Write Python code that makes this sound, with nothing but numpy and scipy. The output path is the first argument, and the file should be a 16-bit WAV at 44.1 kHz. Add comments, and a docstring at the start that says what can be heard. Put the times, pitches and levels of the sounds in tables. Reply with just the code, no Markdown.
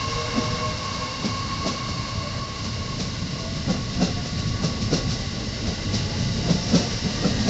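"""Night, a mono microphone at a wire fence; a few metres beyond it an electric commuter train pulls away.
First the gears whine and the motors sing with the inverter, over the rumble, ring and hiss of rolling.
Then, as the train gathers speed, the gear whine climbs and fades and the roar of the rail grows.
All along, wheels drop over rail joints with a thud, a clank and a spray of steel hiss; by the end
the blows come thicker and harder."""
import sys
import numpy as np
from scipy import signal
from scipy.fft import rfft, irfft, next_fast_len
from scipy.io import wavfile

SR = 44100
rng = np.random.default_rng(int(sys.argv[2]) if len(sys.argv) > 2 else 0)


def generate_wav(sig):
    """Save sig (samples, or channels by samples) to the path in sys.argv[1] as 16-bit PCM at SR."""
    pcm = np.round(np.clip(np.atleast_2d(sig).T, -1, 1) * 32767).astype(np.int16)
    wavfile.write(sys.argv[1], SR, pcm)


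N = 330309
T = np.arange(N) / SR

# The train pulling away. Each row: time in seconds, speed in m/s.
TRAIN_SPEED = [(0, 4.41), (1.15, 4.91), (3.55, 6.3), (5.8, 7.8), (7.49, 8.97)]
# Bogies crossing a joint. Each row: first axle's time in seconds, thud, clank and hiss in relative dB,
# thud pitch in Hz, dB added to the second axle's thud and clank.
BOGIE_CROSSINGS = [(-.101, -19, -33, -39.5, 242, 1.5), (1.245, -19, -29, -32, 209, -1),
                   (2.636, -26, -40, -34, 176, 2), (3.694, -15.5, -25, -31.5, 179, 0),
                   (3.936, -34, -46, -40, 171, 4), (4.633, -19, -26.5, -29.5, 170, 1.5),
                   (4.812, -27.5, -43.5, -34, 213, 2), (5.668, -22.5, -33.5, -32, 189, -1.5),
                   (6.494, -12.5, -24.5, -28.5, 175, 0.5), (7.243, -14, -22, -31, 176, -4)]
# Lone dull knocks under the cars. Each row: time in seconds, thud and hiss in dB, thud pitch in Hz.
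LONE_KNOCKS = [(1.886, -30, -37, 192), (4.382, -33.5, -35, 227.5), (6.194, -26.5, -34.5, 173),
               (6.688, -34, -34.5, 188), (7.049, -21.5, -40, 188), (7.39, -23, -33.5, 215.3)]
# A struck bogie and rail. Each row: mode in Hz, seconds to fall 60 dB, relative level in dB.
CLANK_MODES = [(249.6, 0.091, 3.5), (379, 0.092, -3.5), (436, 0.057, 1.5), (519, 0.067, 0),
               (576, 0.064, -2.5), (683, 0.045, 0), (771, .06, -7), (875, 0.034, -12.5),
               (1095, 0.11, -15.5), (1265, 0.055, -12.5), (1383, 0.11, -14.5), (1580, 0.047, -14.5),
               (2360, 0.085, -24), (2688, 0.18, -17)]
# Rolling between joints. Each row: time in seconds, rumble and hiss in relative dB.
ROLLING_LEVELS = [(0, -32, -33), (1, -32.5, -35), (1.9, -32, -36), (2.5, -34.5, -37), (3.4, -30, -36.5),
                  (4.6, -28.5, -36.5), (5.6, -29.5, -36), (6.4, -28, -34), (7.49, -29, -32.5)]
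# Noise colours as heard at the fence. Each row: frequency in Hz, relative spectral density in dB.
RUMBLE_SPECTRUM = [(12, -43), (20, -6.5), (59, -3.5), (113, 3.5), (147, -1.5), (224, -4.5), (330, -16),
                   (430, -47), (730, -120)]
ROAR_SPECTRUM = [(200, -10), (330, -2.5), (430, 1), (600, -1.5), (760, -10), (950, -10), (1250, -19),
                 (2000, -35.5)]
HISS_SPECTRUM = [(1410, -41), (2400, -6.5), (2490, -10.5), (2740, -3.5), (3390, -7.5), (3820, -1),
                 (4120, -2.5), (4490, -1.5), (4870, -0.5), (5450, -3), (7360, -13.5), (7750, -28),
                 (8110, -8.5), (10500, -63), (17800, -120)]
SHUDDER_SPECTRUM = [(80, -20.5), (140, -3), (200, 4.5), (250, -0.5), (330, -10), (700, -18)]
SPRAY_SPECTRUM = [(900, -8), (2000, -6), (3200, -4.5), (4000, 3), (4900, 3), (5450, 5.5),
                  (6500, -3.5), (7500, -10), (8000, -25.5)]
FAN_SPECTRUM = [(520, -0.5), (700, -4), (950, -2), (1250, -4.5), (1500, -12.5)]
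# The wheels' steady ring. Each row: resonance in Hz, width in Hz, relative level in dB.
WHEEL_MODES = [(1140, 65, 1), (1453, 66, -3), (1705, 310, -3), (2063, 89, 0.5), (2870, 92, -8.5),
               (2844, 53, 0.5)]
# Gearboxes passing the microphone. Each row: closest moment in seconds, level in dB.
GEARBOX_PASSES = [(0.221, -39), (.58, -40.5), (1.1, -43), (2.35, -45), (3.5, -46.5), (4.15, -47),
                  (6.149, -50), (6.6, -56)]
# Lesser whines of the drives. Each row: peak time and spread in seconds, pitch in Hz, glide in Hz/s,
# level in dB.
DRIVE_WHINES = [(.5, 0.29, 618, 4, -36), (0.801, .5, 890, 8, -48.5), (2.5, 0.57, 660, 35, -50.5),
                (6.7, .9, 709, 56, -47), (7.49, 0.14, 1634, 15, -45)]
# The inverter's switching tone. Each row: time in seconds, pitch in Hz.
INVERTER_PITCH = [(0, 1084), (.7, 1090), (1.9, 1099), (3.2, 1093), (4.2, 1123), (6.3, 1109), (7.2, 1193)]
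# Motors passing. Each row: closest moment in seconds, then tone, sidebands and upper tones in dB.
PASSING_MOTORS = [(.25, -34, -38, -41.5), (1.85, -44, -38.5, -46.5), (3.2, -55, -53, -60),
                  (4.7, -47, -47.5, -61.5), (7.1, -51.5, -56.5, -57)]
# Upper motor tones. Each row: multiple of the switching tone, width in Hz, relative level in dB.
UPPER_TONES = [(1.47, 188, -6.5), (2.011, 131, -1.5), (2.53, 196, -3)]
# Faint rings in the hiss. Each row: peak time and spread in seconds, pitch and width in Hz, level in dB.
HIGH_RINGS = [(.1, 0.41, 3790, 220, -48.5), (.3, .6, 5500, 304, -44), (1.7, 0.76, 4450, 260, -42.5),
              (3.3, 1.2, 4110, 196, -51), (4.8, 3.8, 1450, 85, -55), (5.5, 2.9, 5370, 137.7, -47),
              (5.6, 0.83, 4620, 260, -50), (5.6, 2.3, 1984, 151.4, -47.5), (6.82, .35, 5480, 900, -38.5),
              (7.4, .27, 1880, 121, -44.5)]


def rail_joints(thud_s=0.0068, thud_lag_s=0.0013, rebound_s=.048, rebound_db=-10):
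    """Each wheel dips into the gap, bounces on the springy track and chatters against the rail end."""
    knocks, shudder, spray = np.zeros((3, N))
    contact = rng.standard_normal(N)
    blows = wheel_blows()
    chances = rng.uniform(-1, 1, (len(blows), len(CLANK_MODES) + 1))
    for (s, thud_db, clank_db, hiss_db, thud_hz), chance in zip(blows, chances):
        near = np.abs(T - s) < .5
        age = T[near] - s
        # the wheel's mass on the track's spring: a few low cycles that build and fade
        rise = np.maximum(age - thud_lag_s, 0) / (2 * thud_s)
        bounce = rise ** 2 * np.exp(2 - 2 * rise)
        knocks[near] += undb(thud_db) * bounce * np.sin(2 * np.pi * thud_hz * age + np.pi * chance[-1])
        shudder[near] += undb(thud_db - 8) * swell(age - .005, rise_s=0.031, fall_s=0.055)
        # the bogie's loose gear rattles, and again on the rebound
        rattle = swell(age, rise_s=0.013, fall_s=0.019)
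        rattle += undb(rebound_db) * swell(age - rebound_s, rise_s=0.0023, fall_s=0.037)
        knocks[near] += undb(clank_db + 2.5) * clank(rattle * contact[near], detune=.04 * chance)
        spray[near] += undb(hiss_db) * swell(age - .011, rise_s=0.014, fall_s=0.05)
    return knocks + shudder * coloured(SHUDDER_SPECTRUM) + spray * coloured(SPRAY_SPECTRUM)


def wheel_blows(wheelbase_m=2.07, extra_clank_db=4.5, extra_hiss_db=4.2, knock_clank_db=-38):
    """Each bogie strikes twice, a wheelbase apart, the second time brighter; lone knocks barely ring."""
    blows = []
    for s, thud_db, clank_db, hiss_db, hz, second_db in BOGIE_CROSSINGS:
        later = s + wheelbase_m / speed(s)
        second_clank_db = clank_db + second_db + extra_clank_db
        blows.append((s, thud_db, clank_db, hiss_db, hz))
        blows.append((later, thud_db + second_db, second_clank_db, hiss_db + extra_hiss_db, hz))
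    return blows + [(s, thud_db, knock_clank_db, hiss_db, hz) for s, thud_db, hiss_db, hz in LONE_KNOCKS]


def clank(chatter, detune):
    """A rattling contact rings bogie and rail, tuned a little differently at each blow."""
    t = np.arange(SR // 5) / SR
    body = sum((-1) ** k * undb(db - 60 * t / t60) * np.sin(2 * np.pi * hz * (1 + detune[k]) * t)
               for k, (hz, t60, db) in enumerate(CLANK_MODES))
    body /= np.sqrt(np.sum(body ** 2))
    return signal.fftconvolve(chatter, body)[:len(chatter)]


def rolling(roar_db_per_doubling=10):
    """Rough steel on steel shakes the track, rings the wheels and hisses; the roar grows with speed."""
    rumble_db, hiss_db = curves(ROLLING_LEVELS)
    roar_db = -42.5 + roar_db_per_doubling * np.log2(speed(T) / 6.13)
    rumble = undb(rumble_db + 1.52 + 1.5 * wander(7.4)) * coloured(RUMBLE_SPECTRUM)
    roar = undb(roar_db + 1.3 * wander(14)) * coloured(ROAR_SPECTRUM)
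    wheels = shaped_noise(lambda hz: np.sqrt(sum((undb(db) * resonance(hz, centre, width)) ** 2
                                                 for centre, width, db in WHEEL_MODES)))
    ring = undb(hiss_db - 8 + 1.2 * wander(8.5)) * wheels
    hiss = undb(hiss_db - 0.5 + 0.63 * wander(22)) * coloured(HISS_SPECTRUM)
    return rumble + roar + ring + hiss


def gears(teeth_per_m=104.8, reach_m=0.61, distant_db=-54):
    """Meshing teeth whine higher with speed, louder as each gearbox passes; lesser whines come and go."""
    close = sum(undb(db) * bell(metres_past(s), reach_m) for s, db in GEARBOX_PASSES)
    whine = (undb(distant_db) + close) * blurred_tone(teeth_per_m * speed(T), width_hz=27.4, scatter=2.1)
    for s, spread, hz, glide, db in DRIVE_WHINES:
        pitch = hz + glide * (T - s)
        whine += undb(db) * bell(T - s, spread) * blurred_tone(pitch, width_hz=15, scatter=0.8)
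    return whine


def motors(reach_m=5.45, fan_db=3.0):
    """Switching tone, sidebands, upper tones and fans swell as each motor passes the microphone."""
    hz, = curves(INVERTER_PITCH)
    # a motor is 6 dB down at reach_m along the track
    power = sum(np.outer(undb(levels), 1 / (1 + (metres_past(s) / reach_m) ** 2)) ** 2
                for s, *levels in PASSING_MOTORS)
    tone_gain, sideband_gain, upper_gain = np.sqrt(power)
    tones = tone_gain * blurred_tone(hz, width_hz=26, scatter=0.79)
    tones += sideband_gain * blurred_tone(hz, width_hz=106, scatter=26)
    for multiple, width, db in UPPER_TONES:
        tones += upper_gain * undb(db) * blurred_tone(hz * multiple, width, scatter=6.0)
    fans = upper_gain * undb(fan_db) * coloured(FAN_SPECTRUM)
    return tones + fans


def high_rings():
    """Faint, high, narrow rings swell and fade in the hiss."""
    rings = np.zeros(N)
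    for s, spread, centre, width, db in HIGH_RINGS:
        ring = shaped_noise(lambda hz: resonance(hz, centre, width) ** 2)
        rings += undb(db) * bell(T - s, spread) * ring
    return rings


def speed(s):
    """The train's speed in m/s at time s."""
    return np.interp(s, *np.transpose(TRAIN_SPEED))


def metres_past(s):
    """Distance beyond the microphone of the part of the train that passes at time s."""
    travelled = np.cumsum(speed(T)) / SR
    return travelled - np.interp(s, T, travelled)


def blurred_tone(hz, width_hz, scatter):
    """A tone reaching the microphone directly and over many changing paths, which blur it."""
    blur = (wander(width_hz / 2) + 1j * wander(width_hz / 2)) / np.sqrt(2)
    direct = np.exp(2j * np.pi * np.cumsum(hz) / SR)
    return unit_rms(np.real((1 + scatter * blur) * direct))


def shaped_noise(gain):
    """Noise of rms 1 whose spectrum follows gain(Hz)."""
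    size = next_fast_len(N, True)
    hz = np.maximum(np.fft.rfftfreq(size, 1 / SR), 1)
    return unit_rms(irfft(rfft(rng.standard_normal(size)) * gain(hz), size)[:N])


def coloured(spectrum):
    """Noise that follows a spectrum table and falls away beyond its ends."""
    f, db = np.transpose(spectrum)
    return shaped_noise(lambda hz: undb(np.interp(np.log(hz), np.log(f), db))
                        * np.minimum(1, np.minimum(hz / f[0], f[-1] / hz)) ** 2)


def wander(rate):
    """A smooth random drift of rms 1 that moves about rate times a second."""
    return shaped_noise(lambda hz: 1 / (1 + (hz / rate) ** 4))


def resonance(hz, centre, width):
    """Gain of one resonance."""
    return 1 / np.sqrt(1 + ((hz / centre - centre / hz) * centre / width) ** 2)


def swell(t, rise_s, fall_s):
    """Grows up to time 0 and dies away after it."""
    return np.exp(np.minimum(t / rise_s, -t / fall_s))


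def bell(offset, spread):
    """A smooth rise and fall around offset 0."""
    return np.exp(-.5 * (offset / spread) ** 2)


def curves(table):
    """A table's columns, joined by straight lines in time."""
    s, *columns = np.transpose(table)
    return [np.interp(T, s, column) for column in columns]


def undb(db):
    """Decibels to gain."""
    return 10 ** (np.asarray(db) / 20)


def unit_rms(x):
    """Scale to rms 1."""
    return x / np.sqrt(np.mean(x ** 2))


def scene():
    """The whole train from the fence, the same in both channels."""
    train = gears() + motors() + high_rings() + rolling() + rail_joints()
    return np.array([train, train])


def record(dry):
    """The narrow-band microphone rounds the loudest peaks and loses the deepest bass and top treble."""
    ceiling, bottom_hz, top_hz = .6, 18, 7800
    rounded = ceiling * np.tanh(dry / ceiling)
    trimmed = signal.sosfilt(signal.butter(2, bottom_hz, "high", fs=SR, output="sos"), rounded)
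    return signal.sosfilt(signal.ellip(10, .2, 80, top_hz, fs=SR, output="sos"), trimmed)


dry = scene()
out = record(dry)
generate_wav(out)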